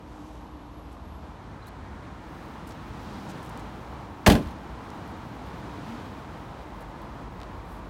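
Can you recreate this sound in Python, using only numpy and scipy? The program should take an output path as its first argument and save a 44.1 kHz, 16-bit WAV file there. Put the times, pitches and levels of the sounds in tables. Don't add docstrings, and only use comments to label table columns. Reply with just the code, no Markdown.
import sys
import numpy as np
from scipy import signal
from scipy.fft import rfft, irfft
from scipy.io import wavfile

SR = 44100
rng = np.random.default_rng(int(sys.argv[2]) if len(sys.argv) > 2 else 0)


def store_pcm(level_fs):
    pcm = np.round(np.clip(level_fs, -1, 1) * 32767).astype(np.int16)
    wavfile.write(sys.argv[1], SR, np.atleast_2d(pcm).T)


N = 348063

# frequency_hz, density_db
LOT_RUMBLE = [(20, -30), (35, -17), (48, 2), (62, 6), (85, -5)]
TRAFFIC_BODY = [(85, 1), (115, 0.5), (160, -0.5), (215, -1), (260, -2.5), (315, -1.5), (380, -9)]
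TYRE_ROAR = [(380, -3), (450, 1), (570, -1.5), (750, 0.5), (920, 2.5), (1100, 0), (1250, -5.5)]
TRAFFIC_HISS = [(1250, 0), (1600, -3.5), (2000, -7.5), (2400, -11)]
FINE_HISS = [(2400, 0), (3000, -0.5), (4000, -3.5), (4600, -7), (6500, -12), (9000, -17.5), (12000, -24.5),
             (16000, -33)]
HIGH_SIZZLE = [(9000, -9), (12000, -3), (13300, -4), (16000, -3)]
# peak_s, half_width_s, boost_db
OUTDOOR_SWELLS = [(3.25, 0.65, 4.5), (5.5, 1, 3), (5.9, 0.25, 2)]
# start_s, end_s, pitch_hz, width_hz, level_db
LOW_HUMS = [(-.3, 0.93, 302, 14, -48.5), (-.2, 1.6, 55, 4.4, -48.5), (0.75, 1.42, 75.8, 5.8, -44),
            (1.302, 2.2, 99, 25, -45), (2.8, 3.4, 210, 18, -43), (6.6, 8.6, 47.7, 1.15, -43.5),
            (5.86, 5.99, 224, 16, -38)]
# frequency_hz, density_db
WHINE_SPECTRUM = [(10600, -30), (11100, -7), (11350, -6), (11600, 0), (11850, -12), (12200, -35)]
# time_s, level_db
WHINE_FADER = [(0, -83), (.6, -77.5), (1.15, -76), (1.5, -92), (1.7, -130)]
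# start_s, level_db, pitch_hz
DRY_CLICKS = [(3.5756, -27, 8000), (4.9035, -29, 5500), (7.019, -30, 14000), (7.4024, -30, 4000),
              (7.4161, -26, 3520), (7.4328, -27.5, 3520)]
# start_s, length_s, level_db, centre_hz, snaps_per_s
HANDLING_RUSTLES = [(0, 0.5, -69.5, 6000, 5000), (0.909, 0.047, -70, 8000, 900),
                    (1.663, 0.032, -60, 11000, 1500), (2.199, 0.44, -73, 13000, 5000),
                    (2.666, 0.043, -59, 9000, 960), (2.701, 0.03, -57, 4970, 980),
                    (2.881, 0.53, -61.5, 4460, 5000), (3.285, 0.04, -56, 6500, 2900),
                    (3.421, 0.091, -61.5, 9000, 200), (3.588, 0.023, -61, 7000, 700),
                    (5.056, .08, -70, 10000, 500), (5.721, 0.43, -62.5, 3800, 5000),
                    (6.802, 0.031, -64, 11000, 900), (7.624, .2, -68.5, 11000, 3300)]
# start_s, length_s, pitch_hz, level_db
RASPY_CHIRPS = [(1.617, .022, 4070, -58), (1.654, 0.026, 3900, -61), (1.673, 0.021, 4350, -58)]
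# start_s, level_db, pitch_hz, t60_s
AIR_PUSHES = [(4.2826, 1.5, 85, 0.034), (4.297, -20, 56, 0.4), (4.3450, -13, 59.7, 0.076),
              (4.463, -26.5, 72.4, 0.11)]
# pitch_hz, level_db, t60_s
PANEL_MODES = [(131, -11, 0.19), (204, 6, 0.16), (220.8, -3, 0.37), (290.3, -2.5, 0.26), (375, -15, 0.32),
               (442, -10.5, 0.23), (558, -11, 0.12), (596, -4.5, 0.11), (650, -21, 0.076), (758, -16, .14),
               (808, -15, .16), (1035, -5, 0.16)]
LATCH_MODES = [(1615, 0, 0.12), (1660, 5.5, 0.093), (1770, -14, .1), (1870, -1, .1), (2460, -7, 0.27),
               (2630, -1, 0.14), (2910, -6, 0.11), (3170, -5, 0.13), (3450, -6, .1), (4200, -2, 0.13),
               (4760, -11, 0.08), (5000, -16, 0.1), (5770, -20, .13), (6720, -6, 0.09), (9500, -21, .3),
               (11450, -20, 0.23)]
# frequency_hz, density_db
PANEL_WASH = [(40, -30), (110, -5), (220, 4.5), (400, -2), (700, 0), (1050, -12.5), (1500, -20),
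              (3000, -38), (8000, -70)]
LATCH_WASH = [(450, -6), (800, 0), (1250, -5.5), (1600, 4), (2150, -3.5), (3000, -1), (4200, -4),
              (6000, -9.5), (8500, -14), (11500, -15), (16000, -19)]
# start_s, panel_db, latch_db, latch_tilt_db_per_octave
GATE_BLOWS = [(4.2621, -33, -10, -3), (4.2680, -10.5, -24.5, 7), (4.2717, -17.5, -18.5, 3),
              (4.2772, -17.5, -23, -4), (4.299, -18.5, -17, -1), (4.3080, -14.5, -27, 0),
              (4.3190, -19, -24.5, 2), (4.3335, -19.5, -42, -3), (4.351, -21, -28.5, -1.5),
              (4.3604, -20, -32.5, -4.5), (4.3850, -25.5, -57, 0)]


def gain_of(db):
    return 10 ** (np.asarray(db) / 20)


def unit_rms(x):
    return x / np.sqrt(np.mean(x ** 2) + 1e-20)


def add(mix, start_s, sound):
    part = mix[max(round(start_s * SR), 0):][:len(sound)]
    part += sound[:len(part)]


def noise(spectrum, size, tilt_db=0):
    octave = np.log2(np.fft.rfftfreq(size, 1 / SR) + 1)
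    hz, db = np.transpose(spectrum)
    octaves_outside = abs(octave - np.clip(octave, np.log2(hz[0]), np.log2(hz[-1])))
    shape_db = np.interp(octave, np.log2(hz), db) + tilt_db * octave - 110 * octaves_outside
    return unit_rms(irfft(rfft(rng.standard_normal(size)) * gain_of(shape_db), size))


def drift(rate_hz):
    hz = np.fft.rfftfreq(N, 1 / SR)
    return unit_rms(irfft(rfft(rng.standard_normal(N)) * np.exp(-(hz / rate_hz) ** 2), N))


def fade(t, rise_s, t60_s):
    return (1 - np.exp(-t / rise_s)) * np.exp(-np.log(1000) * t / t60_s)


def arch(length_s):
    return np.sin(np.linspace(0, np.pi, round(length_s * SR)))


def impulses(size, per_s):
    return rng.standard_normal(size) * (rng.random(size) < per_s / SR)


def snap(hz):
    cycles = hz * np.arange(200) / SR
    return np.sin(2 * np.pi * cycles) * np.exp(-2 * cycles)


def ring(modes, t, rise_s, tilt_db, scatter_db, detune=0):
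    hz, db, t60_s = np.transpose(modes)[:, :, None]
    louder, higher = rng.standard_normal((2,) + hz.shape)
    weight = gain_of(db + tilt_db * np.log2(hz) + scatter_db * louder)
    waves = np.sin(2 * np.pi * hz * (1 + detune * higher) * t)
    return (weight * waves * fade(t, rise_s, t60_s)).sum(0) / np.linalg.norm(weight)


def outdoor_layer(spectrum, level_db, shield_db, clear_s, swell_share):
    t = np.arange(N) / SR
    leave_s = 0.96
    inside = np.clip((clear_s - t) / (clear_s - leave_s), 0, 1)
    swell_db = sum(db * np.exp(-((t - peak_s) / width_s) ** 2) for peak_s, width_s, db in OUTDOOR_SWELLS)
    return gain_of(level_db - shield_db * inside + swell_share * swell_db) * noise(spectrum, N)


def lot_ambience():
    rumble = gain_of(-47.5) * noise(LOT_RUMBLE, N)
    body = outdoor_layer(TRAFFIC_BODY, level_db=-45, shield_db=3, clear_s=2, swell_share=0.91)
    roar = outdoor_layer(TYRE_ROAR, level_db=-45.5, shield_db=4, clear_s=3.43, swell_share=0.38)
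    hiss = outdoor_layer(TRAFFIC_HISS, level_db=-53.5, shield_db=6, clear_s=1.8, swell_share=0.69)
    fine = outdoor_layer(FINE_HISS, level_db=-60.5, shield_db=3, clear_s=2.3, swell_share=1.09)
    sizzle = outdoor_layer(HIGH_SIZZLE, level_db=-77.5, shield_db=16, clear_s=3.1, swell_share=0.9)
    flutter = gain_of(0.5 * drift(rate_hz=7))
    flicker = gain_of(2 * drift(rate_hz=16))
    return rumble + body + (roar + hiss + fine) * flutter + sizzle * flicker


def hums():
    out, t = np.zeros(N), np.arange(N) / SR
    for start_s, end_s, hz, width_hz, db in LOW_HUMS:
        progress = np.clip((t - start_s) / (end_s - start_s), 0, 1)
        swell = np.sqrt(abs(np.sin(np.pi * progress)))
        cycles = np.cumsum(hz + width_hz / 2 * drift(width_hz)) / SR
        out += gain_of(db + 2 * drift(width_hz)) * swell * np.sin(2 * np.pi * cycles)
    return out


def cabin_whine():
    time_s, db = np.transpose(WHINE_FADER)
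    fader_db = np.interp(np.arange(N) / SR, time_s, db)
    waver_db = 1.5 * drift(rate_hz=8)
    return gain_of(fader_db + waver_db) * noise(WHINE_SPECTRUM, N)


def small_foley():
    out = gain_of(-50) * np.convolve(impulses(N, per_s=7), snap(hz=13000))[:N]
    for start_s, db, hz in DRY_CLICKS:
        add(out, start_s, gain_of(db) * snap(hz))
    for start_s, length_s, db, hz, snaps_per_s in HANDLING_RUSTLES:
        envelope = arch(length_s)
        snaps = impulses(len(envelope), snaps_per_s) * envelope
        add(out, start_s, gain_of(db) * unit_rms(np.convolve(snaps, snap(hz))))
    for start_s, length_s, hz, db in RASPY_CHIRPS:
        envelope = arch(length_s)
        narrow_band = [(hz * 0.93, -25), (hz, 0), (hz * 1.07, -25)]
        add(out, start_s, gain_of(db) * envelope * noise(narrow_band, len(envelope)))
    return out


def lot_reverb(sound):
    t = np.arange(SR) / SR
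    colour = [(60, 4), (900, -10), (4000, -7.5), (16000, -11)]  # frequency_hz, density_db
    tail = noise(colour, len(t)) * fade(t, rise_s=0.025, t60_s=0.61)
    return gain_of(-27) * signal.fftconvolve(sound, tail / np.linalg.norm(tail))[:N]


def cabin_thud():
    out, t = np.zeros(N), np.arange(SR) / SR
    for start_s, db, hz, t60_s in AIR_PUSHES:
        add(out, start_s, gain_of(db) * np.sin(2 * np.pi * hz * t) * fade(t, 0.0013, t60_s))
    return out


def trim_chatter():
    start_s, length_s, count, fall_db_per_s = 4.41, 0.1, 6, 70
    taps = []
    for k in range(count):
        after_s = length_s * (k + rng.random()) / count
        scatter_db = 1.5 * rng.standard_normal()
        panel_db = -42 - fall_db_per_s * after_s + scatter_db
        latch_db = -50 + scatter_db
        taps.append((start_s + after_s, panel_db, latch_db, 0))
    return taps


def panel_boom(t, tilt_db):
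    tone = gain_of(0.5) * ring(PANEL_MODES, t, rise_s=0.0011, tilt_db=tilt_db, scatter_db=4)
    wash = gain_of(-2) * noise(PANEL_WASH, len(t), tilt_db) * fade(t, rise_s=0.00075, t60_s=0.18)
    return tone + wash


def latch_strike(t, tilt_db):
    rise_s = 0.0014
    tone = gain_of(-6.5) * ring(LATCH_MODES, t, rise_s, tilt_db, scatter_db=0.5, detune=0.0045)
    crack = fade(t, rise_s, t60_s=0.024)
    shimmer = gain_of(-10) * fade(t, rise_s, t60_s=0.17)
    return tone + gain_of(1.5) * noise(LATCH_WASH, len(t), tilt_db) * (crack + shimmer)


def tailgate():
    boom, rattle, t = np.zeros(N), np.zeros(N), np.arange(SR // 2) / SR
    hard_tilt_db, soft_tilt_db, cushion_s = 2.4, -6, 0.04
    contact_s = GATE_BLOWS[0][0]
    for start_s, panel_db, latch_db, latch_tilt_db in list(GATE_BLOWS) + trim_chatter():
        hardness = np.exp(-(start_s - contact_s) / cushion_s)
        panel_tilt_db = soft_tilt_db + (hard_tilt_db - soft_tilt_db) * hardness
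        add(boom, start_s, gain_of(panel_db) * panel_boom(t, panel_tilt_db))
        add(rattle, start_s, gain_of(latch_db) * latch_strike(t, latch_tilt_db))
    low_cut = signal.butter(2, 450, "high", fs=SR, output="sos")
    return boom + signal.sosfilt(low_cut, rattle)


def scene():
    slam = tailgate() + cabin_thud()
    return (slam + lot_reverb(slam) + lot_ambience() + hums() + cabin_whine() + small_foley())[None]


def record(dry):
    low_cut_hz, ceiling, high_cut_hz = 30, 0.75, 15950
    lean = signal.sosfilt(signal.butter(2, low_cut_hz, "high", fs=SR, output="sos"), dry)
    rounded = lean / (1 + (lean / ceiling) ** 8) ** (1 / 8)
    lowpass = signal.firwin(511, high_cut_hz, window=("kaiser", 9), fs=SR)
    return signal.oaconvolve(rounded, lowpass[None], "same")


dry = scene()
out = record(dry)
store_pcm(out)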